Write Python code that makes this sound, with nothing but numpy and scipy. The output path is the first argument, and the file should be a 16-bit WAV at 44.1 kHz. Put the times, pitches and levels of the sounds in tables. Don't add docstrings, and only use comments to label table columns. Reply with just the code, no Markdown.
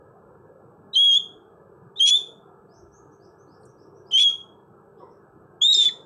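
import sys
import numpy as np
from scipy import signal
from scipy.fft import rfft, irfft, next_fast_len
from scipy.io import wavfile
from scipy.ndimage import uniform_filter1d, minimum_filter1d, map_coordinates

SR = 44100
rng = np.random.default_rng(int(sys.argv[2]) if len(sys.argv) > 2 else 0)


def master_out(mix):
    frames = np.transpose(np.atleast_2d(mix))
    ceiling = np.clip(frames, -1, 1)
    pcm = np.round(ceiling * 32767).astype(np.int16)
    wavfile.write(sys.argv[1], SR, pcm)


N = 266849
TIME = np.arange(N) / SR

# pitch_hz, level_db
HUM_LINES = [(100, -69.5), (135, -69.5), (155, -70.5), (200, -69.5), (300, -79.5), (400, -61.5),
             (450, -65.5), (800, -79.5), (900, -76), (1200, -75), (1300, -72.5)]
# frequency_hz, relative_db
ROOM_TONE_SPECTRUM = [(25, -26), (60, -8), (110, -1), (170, 3.5), (265, -7), (350, 5.5), (450, 3.5),
                      (590, -4.5), (730, -4), (950, -6.5), (1350, -8), (1500, -15), (1720, -12.5)]
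# frequency_hz, relative_db
HISS_SPECTRUM = [(1500, -7.5), (2400, 0), (3200, -6.5), (5000, -9), (7500, -8), (8000, 7.5), (8500, -13.5),
                 (10500, -14), (11700, -1), (13500, -15), (15500, -10.5)]
# length_s, top_pitch_hz, level_db, rasp_db
CALL_LEAD_INS = [(.024, 4100, -26.5, -34.5), (.038, 3950, -32.5, -33.5), (.019, 3330, -30, -21),
                 (.006, 3220, -38, -32.5)]
# time_s, pitch_hz, second_harmonic_db (re the whistle)
CALL_CONTOURS = [
    [(0.955, 3107, -27.5), (0.965, 3125, -23), (0.99, 3294, -29.5), (1.04, 3329, -32), (1.098, 3285, -28.5),
     (1.122, 3233, -24.5), (1.156, 3292, -26.5), (1.176, 3472, -23)],
    [(1.996, 3129, -21.5), (2.01, 3135, -25), (2.032, 3280, -19), (2.056, 3304, -21), (2.112, 3397, -17),
     (2.145, 3455, -30.5), (2.162, 3570, -24.5)],
    [(4.128, 3006, -24), (4.155, 3129, -17.5), (4.18, 3235, -28), (4.203, 3406, -25.5), (4.24, 3361, -34.5),
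     (4.272, 3276, -24), (4.289, 3273, -26)],
    [(5.615, 3241, -18.5), (5.645, 3592, -12.5), (5.68, 3702, -28), (5.708, 3840, -22), (5.74, 3657, -14),
     (5.785, 3643, -14.5), (5.835, 3543, -25), (5.885, 3450, -25)],
]
# level_db, swell_db, peak_place (0-1), attack_s, third_harmonic_db, rasp_db,
# drift (share of the pitch)
CALL_VOICINGS = [(-13, 8.5, 0.6, .009, -30.5, -46, .003), (-10, 3, 0.37, 0.011, -25.5, -42, .002),
                 (-12, 7, .78, 0.015, -35.5, -48, .0025), (-15, 7, .36, 0.0059, -40.5, -41.5, .0045)]
# start_s, length_s, buzz (0-1), rasp_db, loss_db
VOICE_BREAKS = [(1.121, .043, 0.15, -35, 5), (2.058, .05, .92, -26, 5.5), (4.175, .03, .3, -24, 1.5),
                (4.206, .027, .68, -29, 4.5), (5.724, 0.029, 0.27, -36.5, 4), (5.759, .04, .15, -25, 9),
                (5.801, .062, 0.23, -21, 4), (5.869, 0.025, 0.2, -34, 5)]
# pitch_multiple, relative_db
BUZZ_PARTIALS = [(0.751, -20), (1.25, -17.5), (1.502, -23), (1.752, -12), (2.25, -32.5), (2.5, -26.5),
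                 (2.75, -22)]
# frequency_hz, relative_db
RASP_SPECTRUM = [(400, -82), (1100, -47.5), (1750, -14), (2400, -6), (3300, -2), (4600, -6.5), (5900, -3),
                 (7200, -2.5), (8000, -10.5), (9200, -10.5), (10500, -21.5), (12500, -40), (15500, -50.5)]
# start_s, length_s, start_hz, end_hz, level_db
VOICE_CRACKS = [(.941, .016, 3063, 3200, -34.5), (4.181, .005, 2520, 2245, -28),
                (4.196, .004, 2900, 2353, -20), (5.725, .005, 7540, 4900, -27),
                (5.726, .0044, 4480, 2370, -41), (5.729, .005, 4060, 3970, -7),
                (5.740, .0025, 7500, 5500, -23), (5.741, .004, 3850, 1990, -37.5),
                (5.744, .0096, 5490, 5045, -14), (5.883, .016, 2471, 1801, -39),
                (5.887, .009, 4350, 3720, -32.5)]
# nominal_delay_s, gain_db
WALL_ECHOES = [(.0031, -19.5), (.0057, -11.5), (.0094, -15), (0.0123, -24), (0.0173, -21)]
# frequency_hz, decay_s
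ROOM_DECAY = [(500, 0.5), (3400, 0.32), (7000, 0.33), (12000, .36)]
# start_s, length_s, start_hz, source_level_db
FAR_CHIRPS = [(2.683, 0.12, 4380, -67), (2.732, 0.064, 5630, -65), (2.91, 0.086, 5580, -62),
              (3.108, 0.05, 5700, -70), (3.194, 0.0824, 4320, -68), (3.235, .035, 5500, -70),
              (3.378, 0.054, 5600, -68), (3.466, 0.11, 4110, -69.5), (3.652, 0.052, 5440, -67.5),
              (3.771, 0.077, 4640, -68.5), (3.941, 0.054, 5370, -70.5), (4.053, 0.062, 4490, -63.5),
              (4.977, 0.047, 4820, -74), (5.10, 0.027, 5250, -73)]
# start_s, rise_s, centre_hz, width_octaves, level_db
CAGE_SCUFFS = [(2.77, .07, 80, .38, -56), (3.60, .03, 8400, .1, -75), (3.632, .003, 4700, .15, -68),
               (3.652, .004, 8000, .25, -61), (4.97, .035, 3400, .15, -80)]
# start_s, length_s, start_hz, end_hz, source_level_db
SQUEAK_TONES = [(4.99, 0.062, 1205, 867, -51.5), (4.992, 0.087, 605, 428, -51),
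                (4.995, 0.1, 2033, 1920, -75.5)]

LEAD_RISE_HZ_PER_S, LEAD_GROWTH_DB_PER_S, LEAD_FADE_S, LEAD_SECOND_DB = 14000, 299.5, .008, -36
JUMP_S, BREAK_EDGE_S, RELEASE_S, SILENT_DB = .0036, .0052, .021, -60.5
THIRD_RISE_S, THIRD_FADE_DB_PER_S = .014, 42


def amp(db):
    return 10 ** (np.asarray(db) / 20)


def unit(x):
    return x / np.sqrt(np.mean(x ** 2) + 1e-20)


def along(points, hz):
    frequencies, values = np.transpose(points)
    return np.interp(np.log(hz + 1), np.log(frequencies + 1), values)


def filtered(x, response):
    size = next_fast_len(len(x) + 8192)
    return irfft(rfft(x, size) * response(np.fft.rfftfreq(size, 1 / SR)), size)[:len(x)]


def noise(spectrum, size=N):
    return unit(filtered(rng.standard_normal(size), lambda hz: amp(along(spectrum, hz))))


def wobble(rate, size=N):
    knots = rng.standard_normal(int(size * rate / SR) + 4)
    return map_coordinates(knots, [np.arange(size) * rate / SR])


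def add(track, start_s, sound):
    part = track[max(round(start_s * SR), 0):][:len(sound)]
    part += sound[:len(part)]


def patchy(x, depth_db):
    spectra = signal.stft(x, nperseg=2048)[2]
    field = uniform_filter1d(rng.standard_normal(spectra.shape), size=5, axis=0)
    field = unit(uniform_filter1d(field, size=5, axis=1))
    return unit(signal.istft(spectra * amp(depth_db * field), nperseg=2048)[1][:N])


def glides(rows, waver, shortest_s=0):
    track = np.zeros(N)
    for start_s, length_s, start_hz, end_hz, db in rows:
        progress = np.linspace(0, 1, int(max(length_s, shortest_s) * SR))
        pitch = start_hz + (end_hz - start_hz) * np.sin(progress * np.pi / 2)
        pitch *= 1 + waver * wobble(300, len(progress))
        tone = np.sqrt(2) * np.sin(2 * np.pi * np.cumsum(pitch) / SR)
        add(track, start_s, amp(db) * np.sin(np.pi * progress) * tone)
    return track


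def appliance_hum(waver_db=3.0):
    hum = np.zeros(N)
    for hz, db in HUM_LINES:
        strength = amp(db + waver_db * wobble(2.9))
        hum += strength * np.sqrt(2) * np.sin(2 * np.pi * hz * TIME + .5 * wobble(2.9))
    return hum


def room_tone(air_db=-49.5, hiss_db=-84, edge_hz=1714):
    air = patchy(noise(ROOM_TONE_SPECTRUM), depth_db=3.3)
    air = filtered(air, lambda hz: 1 / np.sqrt(1 + (hz / edge_hz) ** 110))
    return amp(air_db + .45 * wobble(17)) * air + amp(hiss_db) * noise(HISS_SPECTRUM)


def call_gesture(contour, voicing, lead_in):
    times, hz, second = np.transpose(contour)
    hold_db, swell_db, peak_place, attack_s, bright_db, breathy_db, drift = voicing
    lead_s, lead_hz, lead_db, lead_rasp_db = lead_in
    start, end = times[0], times[-1]
    t = np.arange(start - lead_s - JUMP_S, end + RELEASE_S, 1 / SR)
    age = t - start
    voiced = np.clip(1 + age / JUMP_S, 0, 1)
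    pitch = voiced * np.interp(t, times, hz) + (1 - voiced) * (lead_hz + LEAD_RISE_HZ_PER_S * age)
    second_db = voiced * np.interp(t, times, second) + (1 - voiced) * LEAD_SECOND_DB
    third_db = np.interp(age, [-JUMP_S, THIRD_RISE_S], [SILENT_DB, bright_db])
    third_db -= THIRD_FADE_DB_PER_S * age
    onset = start - JUMP_S / 2
    corners_s = [onset, onset + attack_s, end, end + RELEASE_S]
    level_db = np.interp(t, corners_s, [lead_db, hold_db, hold_db, SILENT_DB])
    level_db += swell_db * np.sin(np.interp(age / (end - start), [0, peak_place, 1], [0, np.pi / 2, np.pi]))
    level_db += LEAD_GROWTH_DB_PER_S * np.minimum(age, 0)
    level_db += SILENT_DB * np.clip(1 - (t - t[0]) / LEAD_FADE_S, 0, 1) ** 2
    buzz = np.zeros(len(t))
    rasp = voiced * amp(breathy_db) + (1 - voiced) * amp(lead_rasp_db)
    for start_s, length_s, break_buzz, rasp_db, loss_db in VOICE_BREAKS:
        inside = np.clip(.5 + np.minimum(t - start_s, start_s + length_s - t) / BREAK_EDGE_S, 0, 1)
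        buzz += break_buzz * inside
        rasp += amp(rasp_db) * inside
        level_db -= loss_db * inside
    curves = (pitch, level_db, second_db, third_db, buzz, rasp)
    return t, *(uniform_filter1d(curve, size=130) for curve in curves), drift


def call(pitch, level_db, second_db, third_db, buzz, rasp, drift,
         tremor=.0027, jitter=.031, flutter=.72, throb=.5, throb_hz=365, fourth_db=-65):
    size = len(pitch)
    shake = drift * wobble(200, size) + (tremor + jitter * rasp) * wobble(1100, size)
    slow = np.sin(2 * np.pi * np.cumsum(throb_hz * (1 + .042 * wobble(40, size))) / SR)
    strength = np.exp(np.sqrt(rasp) * (flutter * wobble(398.3, size) + throb * slow))
    phase = 2 * np.pi * np.cumsum(pitch * (1 + shake)) / SR
    whistle = np.sin(phase)
    for k, db in enumerate((second_db, third_db, fourth_db), 2):
        whistle += amp(db + 2 * wobble(400, size)) * np.sin(k * phase + .4 * wobble(600, size))
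    slips = [rng.uniform(0, 2 * np.pi) + .6 * wobble(400, size) for _ in BUZZ_PARTIALS]
    buzz_tones = sum(amp(db) * np.sin(k * phase + slip) for (k, db), slip in zip(BUZZ_PARTIALS, slips))
    air = unit(noise(RASP_SPECTRUM, size) * (1 + .46 * wobble(700, size)))
    voice = np.sqrt(2) * strength * (whistle + buzz ** 2 * buzz_tones) + rasp * air
    return signal.windows.tukey(size, .03) * amp(level_db) * voice


def parakeet():
    track = glides(VOICE_CRACKS, waver=.008, shortest_s=.003)
    for contour, voicing, lead_in in zip(CALL_CONTOURS, CALL_VOICINGS, CALL_LEAD_INS):
        t, *gesture = call_gesture(contour, voicing, lead_in)
        add(track, t[0], call(*gesture))
    return track


def walls(x):
    echoes = np.zeros(N)
    for delay_s, db in WALL_ECHOES:
        add(echoes, delay_s * rng.uniform(.9, 1.1), amp(db) * x)
    return echoes


def room(x, gap_s=.004):
    hz, t, spectra = signal.stft(rng.standard_normal(int(.8 * SR)), SR, nperseg=256)
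    decay = amp(-60 * t / along(ROOM_DECAY, hz)[:, None])
    tail = signal.istft(spectra * decay, SR, nperseg=256)[1]
    tail = np.pad(tail / np.linalg.norm(tail), (int(gap_s * SR), 0))
    return signal.fftconvolve(x, tail)[:N]


def far_bird(rise_hz_per_s=12500):
    sweeps = [(start_s, length_s, hz, hz + rise_hz_per_s * length_s, db)
              for start_s, length_s, hz, db in FAR_CHIRPS]
    return glides(sweeps, waver=.025)


def shuffles():
    track = np.zeros(N)
    t = np.arange(SR // 2) / SR
    for start_s, rise_s, centre_hz, octaves, db in CAGE_SCUFFS:
        white = rng.standard_normal(len(t))
        scuff = filtered(white, lambda hz: np.exp(-.5 * (np.log2((hz + 1) / centre_hz) / octaves) ** 2))
        envelope = t / rise_s * np.exp(1 - t / rise_s)
        add(track, start_s, amp(db) * unit(scuff) * envelope)
    return track


def squeak():
    return glides(SQUEAK_TONES, waver=.04)


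def scene():
    near = parakeet() + shuffles()
    turning = squeak()
    sound = near + walls(near) + amp(-13.5) * room(near) + appliance_hum() + room_tone()
    faint = turning + far_bird()
    return (sound + amp(-4) * faint + amp(.5) * room(faint))[None]


def gain_control(x, ceiling_db=-14.5, split_hz=1800, bass_ducking=1.7):
    level = np.sqrt(np.abs(uniform_filter1d(x ** 2, size=400)) + 1e-12)
    needed = np.minimum(1, amp(ceiling_db) / level)
    gain = uniform_filter1d(minimum_filter1d(needed, size=400), size=400)
    low = filtered(x, lambda hz: 1 / (1 + (hz / split_hz) ** 24))
    return (x - low) * gain + low * gain ** bass_ducking


def record(dry, top_hz=15700):
    return filtered(gain_control(dry[0]), lambda hz: hz < top_hz)[None]


dry = scene()
out = record(dry)
master_out(out)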